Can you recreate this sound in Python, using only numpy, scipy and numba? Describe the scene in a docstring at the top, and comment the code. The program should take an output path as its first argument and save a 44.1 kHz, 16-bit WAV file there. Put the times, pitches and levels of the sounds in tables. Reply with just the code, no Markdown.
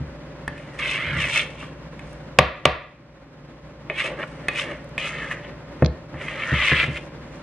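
"""In a small kitchen, close to a camera, a spatula works thick frosting round a plastic bowl.
The blade's stick-slip is random grains through gliding resonances, with wet hiss and a ringing bowl wall.
Taps on the wall and two raps on the rim mix noise bursts with ringing modes; the bowl drags, bumps and chirps.
An appliance rushes and hums behind, from shaped noise and wavering sine lines.
The camera's gain control ducks at the hard blows and creeps back."""
import sys
import numpy as np
from scipy import signal
from scipy.fft import rfft, irfft
from scipy.io import wavfile
from scipy.ndimage import uniform_filter1d
from numba import njit

SR = 44100
rng = np.random.default_rng(int(sys.argv[2]) if len(sys.argv) > 2 else 0)


def to_wav(s):
    """Save 16-bit WAV."""
    ch = np.atleast_2d(s).T  # columns
    pcm = np.round(np.clip(ch, -1, 1) * 32767)  # PCM
    wavfile.write(sys.argv[1], SR, pcm.astype(np.int16))


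N = 327222
T = np.arange(N) / SR  # time [s]

# long sweeps of the blade round the wall, one curve each: (time [s], rub level [dB], rub centre [Hz])
SWEEPS = [
    [(0.78, -55, 2270), (0.794, -27.5, 2230), (0.89, -26, 2350), (0.976, -28, 2150), (1.06, -29.5, 1980),
     (1.17, -28, 1870), (1.21, -24, 2270), (1.275, -28, 2020), (1.322, -27.5, 2400), (1.345, -22, 2430),
     (1.4, -21.5, 2400), (1.442, -35.5, 2220), (1.494, -46.5, 2070), (1.56, -55, 2310)],
    [(4.98, -34, 2400), (4.995, -32, 2400), (5.075, -28.5, 2140), (5.112, -35, 1980), (5.192, -34, 1940),
     (5.226, -33.5, 1900), (5.302, -37.5, 1790), (5.316, -28, 1830), (5.354, -42, 1910), (5.418, -50, 2000),
     (5.448, -42, 2010), (5.56, -59, 1840)],
    [(6.14, -48.5, 1860), (6.29, -36, 2140), (6.37, -35, 1950), (6.435, -27.5, 2050), (6.46, -33, 1950),
     (6.525, -25, 1760), (6.566, -23.5, 2100), (6.588, -24.5, 2200), (6.606, -22, 2140),
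     (6.67, -19.5, 2300), (6.718, -19, 2080), (6.748, -19.5, 2010), (6.776, -20.5, 2200),
     (6.802, -18.5, 2240), (6.846, -23.5, 2060), (6.864, -32.5, 2150), (6.938, -46, 1930),
     (6.974, -33, 2200), (6.992, -46, 2370), (7.08, -74, 2150)],
]
# wet hiss of the frosting in each sweep, before HISS_DB: (time [s], relative level [dB])
SMEARS = [
    [(0.775, -74), (0.793, -47.5), (0.823, -53.5), (0.903, -44.5), (1.049, -60.5), (1.159, -56),
     (1.209, -44), (1.257, -48.5), (1.385, -38), (1.469, -60.5), (1.56, -68)],
    [(4.97, -71), (4.978, -50), (5.024, -54.5), (5.078, -46), (5.096, -50.5), (5.16, -59), (5.3, -59.5),
     (5.32, -55), (5.36, -64), (5.532, -86), (5.56, -74)],
    [(6.17, -74), (6.22, -57), (6.338, -59), (6.6, -51.5), (6.676, -42), (6.73, -48.5), (6.834, -47.5),
     (6.878, -60.5), (6.98, -56), (6.988, -63), (7.08, -66)],
]
# short pushes through the frosting, hiss and wall against the rub:
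# (peak time [s], rise [s], fade [s], rub level [dB], rub centre [Hz], hiss [dB], bowl wall [dB])
PUSHES = [(0.59, 0.24, 0.55, -49.5, 2100, -15.5, 2.5), (0.75, 0.071, 0.13, -47.5, 1950, -14, -9),
          (1.613, 0.11, 0.13, -40, 2400, -16, -7), (2.11, 0.3, 0.21, -58, 2177, -5.5, -12),
          (3.902, 0.004, 0.043, -38, 1980, -34, 15), (4.003, 0.07, 0.067, -20.5, 2190, -22, -19),
          (4.062, 0.056, 0.063, -25, 2230, -18, -6), (4.11, 0.1, 0.13, -40.5, 1800, -28, 10),
          (4.205, 0.071, 0.055, -36, 1550, -27, 4.5), (4.233, 0.08, 0.022, -31.5, 1940, -30, -5.5),
          (4.29, 0.34, 0.75, -64, 1840, -1.5, 8), (4.488, 0.0072, 0.029, -49, 2000, -25, 15),
          (4.596, 0.07, 0.074, -22, 2300, -16, -25), (4.711, 0.49, 0.14, -37.5, 1870, -23, 2.5),
          (6.214, 0.045, 0.081, -34, 1950, -27, -10), (6.975, 0.054, 0.018, -28, 2060, -25, -23.5),
          (7.359, 0.35, 0.28, -56.5, 2210, -10, -15)]
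# resonances of the blade: (multiple of the rub centre [ratio], level [dB], width [Hz])
BLADE_MODES = [(1, 0, 414), (1.25, -0.75, 427), (1.47, -5.5, 654)]
# tone of the rasping edge: (frequency [Hz], level [dB])
RUB_TONE = [(300, -39.5), (700, -21), (950, 1.5), (1200, 9.5), (1500, 0.5), (1950, 1), (2400, -3),
            (2700, -1), (3300, -4.5), (4200, -8.5), (6000, -22), (12000, -55)]
# tone of the smearing frosting: (frequency [Hz], level [dB])
HISS_TONE = [(2500, -17), (4000, -3.5), (5400, -0.5), (7200, -4.5), (9200, -7), (11000, -21), (15000, -41)]
# frosting parts from the blade with a small smack: (time [s], level before its tone [dB])
SMACKS = [(1.595, -49), (2.13, -46), (4.843, -47), (4.891, -48), (5.323, -38), (6.976, -44)]
# tone of the smacks: (frequency [Hz], level [dB])
SMACK_TONE = [(1500, 13), (4000, -2), (9500, 0), (14000, -17)]
# the blade taps the wall; the row at 5.8228 s is the click of the bowl set down on the counter: # (time [s],
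# force [dB], ringing centre [Hz], ringing width [Hz], bowl ring [dB], crack [dB])
TAPS = [(0.4785, -9.5, 1770, 2600, -11.5, -11), (0.579, -35, 2520, 900, 4, -3),
        (0.789, -24, 2400, 2000, 1, -20), (1.245, -16.5, 2200, 1200, 2, -21),
        (1.627, -26.5, 1300, 500, 8.5, -25), (1.9932, -28.5, 2130, 3010, -1.5, -6),
        (3.8990, -9, 2200, 1900, -3, -36), (4.237, -18, 1430, 900, -1, -26),
        (4.278, -43, 2500, 1510, -4, 3), (4.4841, -6.5, 1920, 2000, -4, -8.5),
        (4.4870, -10, 2480, 900, -7, -20), (4.557, -18, 2400, 900, 5, -30),
        (4.9793, -11.5, 2370, 700, 2, -11), (5.3125, -16, 1880, 890, 2.5, -12),
        (5.8228, -18.5, 1520, 3000, 5.5, -15), (6.142, -30, 1620, 2000, 0, -27),
        (6.282, -19, 2100, 1010, 4, -25), (6.623, -8, 2150, 500, -7, -28), (6.7171, -5, 1730, 500, -5, -27),
        (6.7998, -3.5, 2650, 700, -3, -36)]
# tone of the whole tap: (frequency [Hz], level [dB])
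TAP_TONE = [(100, 10.5), (3500, 2.5), (5000, -11), (9500, -9.5), (11500, -26), (15000, -44)]
# ring of the loaded bowl: (frequency [Hz], level [dB], t60 [s])
BOWL_MODES = [(144, -9.5, 0.068), (246, -25.5, 0.18), (323.5, -16, 0.21), (367, -12.5, 0.11),
              (534, 2, 0.02), (616, 3.5, 0.034), (654, 3.5, 0.013), (890, 3.5, 0.009), (1163, 1.5, 0.067),
              (1193, -1, 0.073), (1650, -17.5, 0.051), (1723, -0.5, 0.06), (1853, -1.5, 0.18),
              (1980, -5, 0.024), (2150, 2, 0.03), (2400, -2.5, 0.018), (2560, 10, 0.038), (2980, 1, 0.048),
              (3070, -13, 0.025), (3450, -2, 0.078), (3810, 8, 0.037), (4280, -28, 0.0066),
              (5000, -22.5, .007), (5700, -56, .006)]
# the spatula is rapped on the rim:
# (time [s], force [dB], clatter decay to 1/e [s], handle's note [Hz], handle level [dB])
RAPS = [(2.3871, 1, 0.0043, 1910, -13), (2.6534, 3.5, 0.0043, 2913, -2)]
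# tone of the rap's clatter: (frequency [Hz], level [dB])
CLATTER_TONE = [(100, 0.5), (370, 13), (900, 10), (1400, 7.5), (2300, 11), (3500, 0.5), (4500, -7),
                (6300, -12), (9500, -20), (11500, -33), (15000, -41)]
# ring of the rim: (frequency [Hz], level [dB], t60 [s])
RIM_MODES = [(524.6, 0, 0.035), (600, 0, 0.044), (749, -7.5, 0.055), (923, -7.5, 0.049),
             (1133, -1.5, 0.029), (1187, -1, 0.05), (1414, -14, 0.037), (1640, -12.5, 0.039),
             (1980, -10.5, 0.032), (2200, -15.5, 0.042), (2405, -16.5, 0.022), (2775, -13.5, 0.03),
             (3430, -25, 0.03)]
# the bowl's base dragged over the counter: (time [s], relative level [dB])
DRAG = [(0.98, -50), (1.055, -32), (1.11, -27), (1.178, -23), (1.256, -34), (1.46, -51)]
# the bowl meets the counter: (time [s], force [dB], low-pass corner of the thud [Hz])
BUMPS = [(0.004, -20, 340), (0.479, -29, 900), (2.3888, -4.5, 445), (2.6564, -4.5, 420), (5.8225, -1, 600),
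         (6.142, -25, 900), (6.52, -11, 376), (6.718, -13.5, 484), (6.834, -24, 910), (6.881, -19.5, 460)]
# boom of bowl and counter together: (frequency [Hz], level [dB], t60 [s])
COUNTER_MODES = [(69.6, -2.5, 0.19), (145.1, 7.5, 0.077), (164.6, 2, 0.11), (238, -0.5, 0.067),
                 (280, -10.5, 0.13), (328, -5.5, 0.067), (427.5, -6.5, 0.043), (500, 5, 0.018),
                 (736, -33, 0.058)]
# the base chirps as it settles: (time [s], relative level [dB], lower note [Hz])
CHIRPS = [(5.8464, -18.5, 4500), (5.8603, -14.5, 4200)]
# width between the two microphones: (frequency [Hz], side minus mid [dB])
WIDTH = [(60, -32.5), (200, -24.5), (500, -15.5), (2000, -13.5), (2900, -9), (4000, 2), (12000, 2.5)]
# tone of the kitchen echo: (frequency [Hz], level [dB])
ROOM_TONE = [(50, 4.5), (150, -5.5), (600, -3.5), (1200, -2.5), (2400, -3.5), (3900, 1), (5200, -4),
             (7000, -14), (10000, -8)]
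# decay of the kitchen echo: (frequency [Hz], t60 [s])
ROOM_T60 = [(125, 0.28), (1000, 0.42), (2500, 0.54), (6000, 0.33), (10000, 0.24)]
# tone of the appliance's rush: (frequency [Hz], level [dB])
RUSH_TONE = [(15, -43.5), (25, -22.5), (54, -4.5), (87, -12), (151, -6.5), (187, -6.5), (326, -7.5),
             (425, -13.5), (569, -7), (649, -16), (1020, -17), (1100, -18), (1970, -21.5), (9170, -54),
             (14000, -65)]
# width of the rush: (frequency [Hz], side minus mid [dB])
RUSH_WIDTH = [(100, -21.5), (600, -10.0), (2000, -6.0), (5000, 7.0)]
# appliance hum lines: (mean frequency [Hz], mean rms level [dB])
HUM = [(59.6, -49.5), (119, -51.5), (145.3, -46.5), (161.5, -49), (274.5, -55.5), (535, -54), (586.8, -53),
       (1055, -62)]

HISS_DB, EDGE_DB = 1, 1.1  # trims of the sweeps' hiss and of the whole edge rasp
FIRM_DB = -25  # rub level of a firm, steady sweep
WALL_DB, WALL_DB_PER_DB = -41, 0.24  # the wall rings almost as much under a light sweep as under a firm one
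PUSH_DROP_DB = 23.5  # a push rises and fades by this much in its rise and fade times
STEADY, STEADY_S = 0.37, 0.012  # even hand: share of the chance dB swings taken out, window [s]
FLUTTER_DB, FLUTTER_S = -12, 0.0092  # the blade chatters briefly where it lands: level, decay to 1/e [s]
SOFT_TOP = 1.3  # the soft blade stirs the bowl only up to this multiple of its own note
PING, PING_S = 0.48, 0.002  # the blade's own note in a tap: strength, decay to 1/e [s]
HANDLE_T60_S = 0.017
RAP_RISE_S = 0.00034  # the clatter builds as the rim gives way
TAP_ROOM_DB, STIR_ROOM_DB = -5.5, -12  # how much of each reaches the room, against a hard knock
CHIRP_ROOM_DB = -16  # the bowl covers its own base
RUSH_DB = -41.0
TOP_HZ = 15100  # upper edge of the finished sound


def undb(db):
    """Decibels to gain."""
    return 10 ** (np.asarray(db) / 20)


def unit(x):
    """Scale to rms 1."""
    return x / np.sqrt(np.mean(x ** 2))


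def lookup(points, hz):
    """Read (frequency [Hz], value) points on a log-frequency axis."""
    f, v = np.transpose(points)
    return np.interp(np.log(np.maximum(hz, 1)), np.log(f), v)


def colour(x, points):
    """Shape a sound by a tone table; the minimum-phase filter keeps attacks sharp."""
    size = 8192
    log_gain = np.log(undb(lookup(points, np.fft.rfftfreq(size, 1 / SR))))
    # folding the cepstrum onto positive time makes the filter causal
    cepstrum = irfft(log_gain)[:size // 2]
    cepstrum[1:] *= 2
    response = irfft(np.exp(rfft(cepstrum, size)))
    if x.ndim > 1:
        response = response[None]
    return signal.oaconvolve(x, response, axes=-1)[..., :x.shape[-1]]


def cut(x, hz, kind, order=2):
    """Low-pass or high-pass."""
    sos = signal.butter(order, min(hz, SR / 2 - 1000), kind, fs=SR, output="sos")
    return signal.sosfilt(sos, x)


def walk(rate):
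    """Slow chance of rms 1, with a new target `rate` times a second."""
    k = int(SR / rate)
    steps = np.repeat(rng.standard_normal(N // k + 1), k)
    return unit(uniform_filter1d(uniform_filter1d(steps, k), k)[:N])


def add(track, s, sound):
    """Mix a sound in at a time [s]."""
    i = max(int(s * SR), 0)
    track[i:i + len(sound)] += sound[:N - i]


def ring(modes):
    """Impulse response of a mode table; neighbours swing in opposite directions."""
    t = T[:SR // 2]
    out = np.zeros(len(t))
    for k, (hz, db, t60) in enumerate(modes):
        out += (-1) ** k * undb(db - 60 * t / t60) * np.sin(2 * np.pi * hz * t)
    return out


def through(x, response):
    """Play a sound through an impulse response."""
    return signal.oaconvolve(x, response)[:N]


def slips(rate, spread_db):
    """Random tiny releases, `rate` a second on average, a few much larger than the rest."""
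    size = undb(spread_db * np.minimum(rng.exponential(size=N), 4))
    return unit((rng.random(N) < rate / SR) * size * rng.standard_normal(N))


def follow(tables, column):
    """One column of curve tables, sample by sample."""
    rows = np.vstack(tables)
    return np.interp(T, rows[:, 0], rows[:, column])


def during(tables):
    """1 while a curve table lasts, with soft edges."""
    active = sum(1. * (T > rows[0][0]) * (T < rows[-1][0]) for rows in tables)
    return uniform_filter1d(active, SR // 300)


def steady(x, window_s):
    """Even out slow chance swells and leave the fine grit."""
    power = uniform_filter1d(x ** 2, int(window_s * SR))
    return unit(x / np.maximum(power, 1e-9) ** (STEADY / 2))


def stereo(mid, side):
    """Left and right from mid and side."""
    return np.array([mid + side, mid - side])


@njit
def resonate(x, hz, width):
    """Band-pass with a moving centre, as a two-state filter."""
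    y, band, low = np.empty(len(x)), 0., 0.
    for i in range(len(x)):
        g, k = np.tan(np.pi * hz[i] / SR), width / hz[i]
        v = (band + g * (x[i] - low)) / (1 + g * (g + k))
        band, low, y[i] = 2 * v - band, low + 2 * g * v, k * v
    return y


def scrape():
    """The blade sticks and slips: its edge rasps, the wall rings along and the frosting hisses as it smears."""
    sweep, sweep_hz = sweeps()
    push, push_hz = pushes()
    rub_gain, hiss_gain, wall_gain = np.hypot(sweep, push)
    push_share = (push[0] / rub_gain) ** 2
    centre_hz = sweep_hz + (push_hz - sweep_hz) * push_share
    grip = undb(1.1 * walk(180))
    friction = slips(rate=3800, spread_db=1.3) * grip
    smear = slips(rate=6000, spread_db=1.8) * grip
    # the resonances glide together as the blade bends
    bent_hz = np.clip(centre_hz * (1 + .025 * walk(40)), 500, 6000)
    blade = np.zeros(N)
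    for k, (multiple, db, width_hz) in enumerate(BLADE_MODES):
        blade += (-1) ** k * undb(db) * resonate(friction, multiple * bent_hz, 1. * width_hz)
    edge = colour(blade, RUB_TONE)
    # the far wall of the bowl reflects the rasp over a path that changes as the blade travels
    lag_s = 0.002212 + 0.000486 * walk(5)
    edge = steady(edge + 0.48 * np.interp(T - lag_s, T, edge), STEADY_S)
    wall = cut(through(friction, ring(BOWL_MODES)), 344, "high", order=3)
    wall = unit(cut(wall, 794, "low", order=5))
    hiss = unit(colour(smear, HISS_TONE))
    return undb(EDGE_DB) * rub_gain * edge + wall_gain * wall + hiss_gain * hiss


def sweeps():
    """Gains of rub, hiss and wall in the long sweeps, and the rub's centre [Hz]."""
    rub_db, centre_hz = follow(SWEEPS, column=1), follow(SWEEPS, column=2)
    hiss_db = HISS_DB + follow(SMEARS, column=1)
    wall_db = WALL_DB + WALL_DB_PER_DB * (rub_db - FIRM_DB)
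    return undb([rub_db, hiss_db, wall_db]) * during(SWEEPS), centre_hz


def pushes():
    """Gains of rub, hiss and wall in the short pushes, and the rub's centre [Hz]; each swells and dies away."""
    power, weighted_hz = 0, 0
    for s, rise_s, fade_s, db, hz, hiss_db, wall_db in PUSHES:
        distance = np.maximum((s - T) / rise_s, (T - s) / fade_s)
        swell = undb(db - PUSH_DROP_DB * np.minimum(distance, 10))
        power = power + np.outer(undb([0, hiss_db, wall_db]), swell) ** 2
        weighted_hz = weighted_hz + hz * swell ** 2
    return np.sqrt(power), weighted_hz / power[0]


def smacks():
    """Tiny wet clicks as the frosting lets go: noise bursts that die in milliseconds."""
    out, t = np.zeros(N), T[:SR // 50]
    for s, db in SMACKS:
        add(out, s, undb(db) * rng.standard_normal(len(t)) * np.exp(-t / 0.002))
    return colour(out, SMACK_TONE)


def taps():
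    """A short crack, the blade's ping and the bowl's ring; the spot struck decides which modes speak."""
    out, bowl = np.zeros(N), ring(BOWL_MODES)
    t = T[:len(bowl)]
    # the blade stays pressed on the wall and soaks up much of the ring
    damping = 0.29 + 0.19 * np.exp(-t / 0.0069)
    for s, db, hz, width_hz, ring_db, crack_db in TAPS:
        flutter, crack = rng.standard_normal((2, len(t)))
        flutter *= undb(FLUTTER_DB) * np.exp(-t / FLUTTER_S)
        crack *= np.exp(-t / 0.002)
        body = resonate(0.26 * bowl * damping + flutter, np.full(len(t), 1. * hz), 1. * width_hz)
        body = cut(body, SOFT_TOP * hz, "low", order=4)
        ping = PING * np.sin(2 * np.pi * hz * t) * np.exp(-t / PING_S)
        add(out, s, undb(db) * (undb(ring_db) * body + ping + undb(crack_db) * crack))
    return colour(out, TAP_TONE)


def raps():
    """Handle and rim clatter and ring: the sound at the camera, and the smoother sum that fills the room."""
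    near, around, t = np.zeros(N), np.zeros(N), T[:SR // 2]
    rim = ring(RIM_MODES)
    for s, db, clatter_s, handle_hz, handle_db in RAPS:
        envelope = np.exp(-t / clatter_s) * (1 - np.exp(-t / RAP_RISE_S))
        clatter = rng.standard_normal(len(t)) * envelope
        # the sum of all directions is one click with the clatter's energy
        click = np.linalg.norm(clatter) * (t == 0)
        handle = ring([(handle_hz, handle_db, HANDLE_T60_S)])
        add(near, s, undb(db) * (colour(clatter, CLATTER_TONE) + rim + handle))
        add(around, s, undb(db) * (colour(click, CLATTER_TONE) + rim))
    return near, around


def counter():
    """The heavy bowl judders over the counter as slips through its boom, and thuds as boom and slap."""
    boom = ring(COUNTER_MODES)
    t = T[:len(boom)]
    judder = cut(through(slips(rate=400, spread_db=1.5), boom), 200, "low")
    drag_gain = undb(follow([DRAG], column=1) - 3.5) * during([DRAG])
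    out = steady(judder, window_s=0.05) * drag_gain
    for s, db, high_hz in BUMPS:
        slap = rng.standard_normal(len(t)) * np.exp(-t / 0.007)
        add(out, s, undb(db) * cut(0.57 * boom + 2.05 * slap, high_hz, "low", order=3))
    return cut(out, 44, "high", order=3)


def chirps():
    """The base grabs and lets go: a dry click with a brief two-note squeak in it."""
    out, t = np.zeros(N), T[:SR // 20]
    swell = t / 0.00055 * np.exp(1 - t / 0.00055)  # peaks at 0.55 ms
    for s, db, hz in CHIRPS:
        snap = cut(rng.standard_normal(len(t)), 4800, "low", order=7)
        squeak = np.sin(2 * np.pi * hz * t) + 0.76 * np.sin(2 * np.pi * 1.11 * hz * t)
        add(out, s, undb(db) * (0.18 * squeak + 2.1 * snap) * swell)
    return out


def microphones(x):
    """Counter and cupboards scatter mostly the treble apart, in ways that change as the bowl moves."""
    t = T[:SR // 50]
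    paths = rng.standard_normal((2, len(t))) * t * np.exp(-t / 0.0007)
    one, other = (through(x, path / np.linalg.norm(path)) for path in paths)
    angle = 1.3 * walk(1.506)  # radians; blends the two scattered paths
    return stereo(x, colour(one * np.cos(angle) + other * np.sin(angle), WIDTH))


def kitchen(x):
    """The room rings briefly, longest near 2.5 kHz; its bass is nearly alike left and right."""
    t = T[:SR // 2]
    noise = rfft(rng.standard_normal((2, len(t))))
    octave = np.log2(np.fft.rfftfreq(len(t), 1 / SR) + 1)
    tail = 0
    for k in np.arange(5, 15):  # overlapping octave bands, each with its own decay
        band = irfft(noise * np.maximum(1 - np.abs(octave - k), 0), len(t))
        tail = tail + band * np.exp(-np.log(1000) * t / lookup(ROOM_T60, 2. ** k))
    onset = np.clip(t / 0.00077 - .4, 0, 1)
    tail = colour(tail, ROOM_TONE) * onset * undb(-31.0)
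    side_tail = cut(tail[1], 900, "high", order=1)
    return stereo(through(x, tail[0]), 0.5 * through(x, side_tail))


def appliance():
    """A fan's rush of shaped noise, with motor and mains lines that waver in pitch and level."""
    mid, side = (unit(colour(rng.standard_normal(N), RUSH_TONE)) for _ in range(2))
    rush = stereo(mid, colour(side, RUSH_WIDTH)) * undb(RUSH_DB + 1.2 * walk(54))
    hum = np.zeros(N)
    for hz, db in HUM:
        level = np.sqrt(2) * undb(db + 1.0 * walk(5.5))
        phase = 2 * np.pi * np.cumsum(hz + 1.198 * walk(9)) / SR
        hum += level * np.sin(phase)
    return rush + hum


def scene():
    """The open bowl beams the stirring at the camera; hard knocks fill the whole kitchen."""
    stirring = scrape() + smacks()
    tapping, chirping, thuds = taps(), chirps(), counter()
    raps_near, raps_around = raps()
    to_room = raps_around + thuds + undb(TAP_ROOM_DB) * tapping
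    to_room += undb(STIR_ROOM_DB) * stirring + undb(CHIRP_ROOM_DB) * chirping
    direct = stirring + tapping + chirping + thuds + raps_near
    return microphones(direct) + kitchen(to_room) + appliance()


@njit
def ducking(x, limit, hold, fall, rise):
    """Gain that falls at a fixed rate while held output peaks are over the limit, else creeps back to 1."""
    y, peak, gain = np.empty(len(x)), 0., 1.
    for i in range(len(x)):
        peak = max(min(x[i] * gain, 1.), peak * hold)
        gain = gain * fall if peak > limit else min(gain * rise, 1.)
        y[i] = gain
    return y


def record(dry, limit_db=-5, duck_db_per_s=850):
    """Gain control ducks after loud peaks and recovers slowly; what still exceeds full scale clips."""
    hold = np.exp(-1 / (0.0082 * SR))  # peak memory of 8.2 ms
    fall = float(undb(-duck_db_per_s / SR))
    rise = float(undb(8.5 / SR))  # recovers 8.5 dB a second
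    gain = ducking(np.abs(dry).max(axis=0), float(undb(limit_db)), hold, fall, rise)
    clipped = np.clip(dry * gain, -1, 1)
    return signal.sosfilt(signal.ellip(10, .2, 80, TOP_HZ, fs=SR, output="sos"), clipped)


dry = scene()
out = record(dry)
to_wav(out)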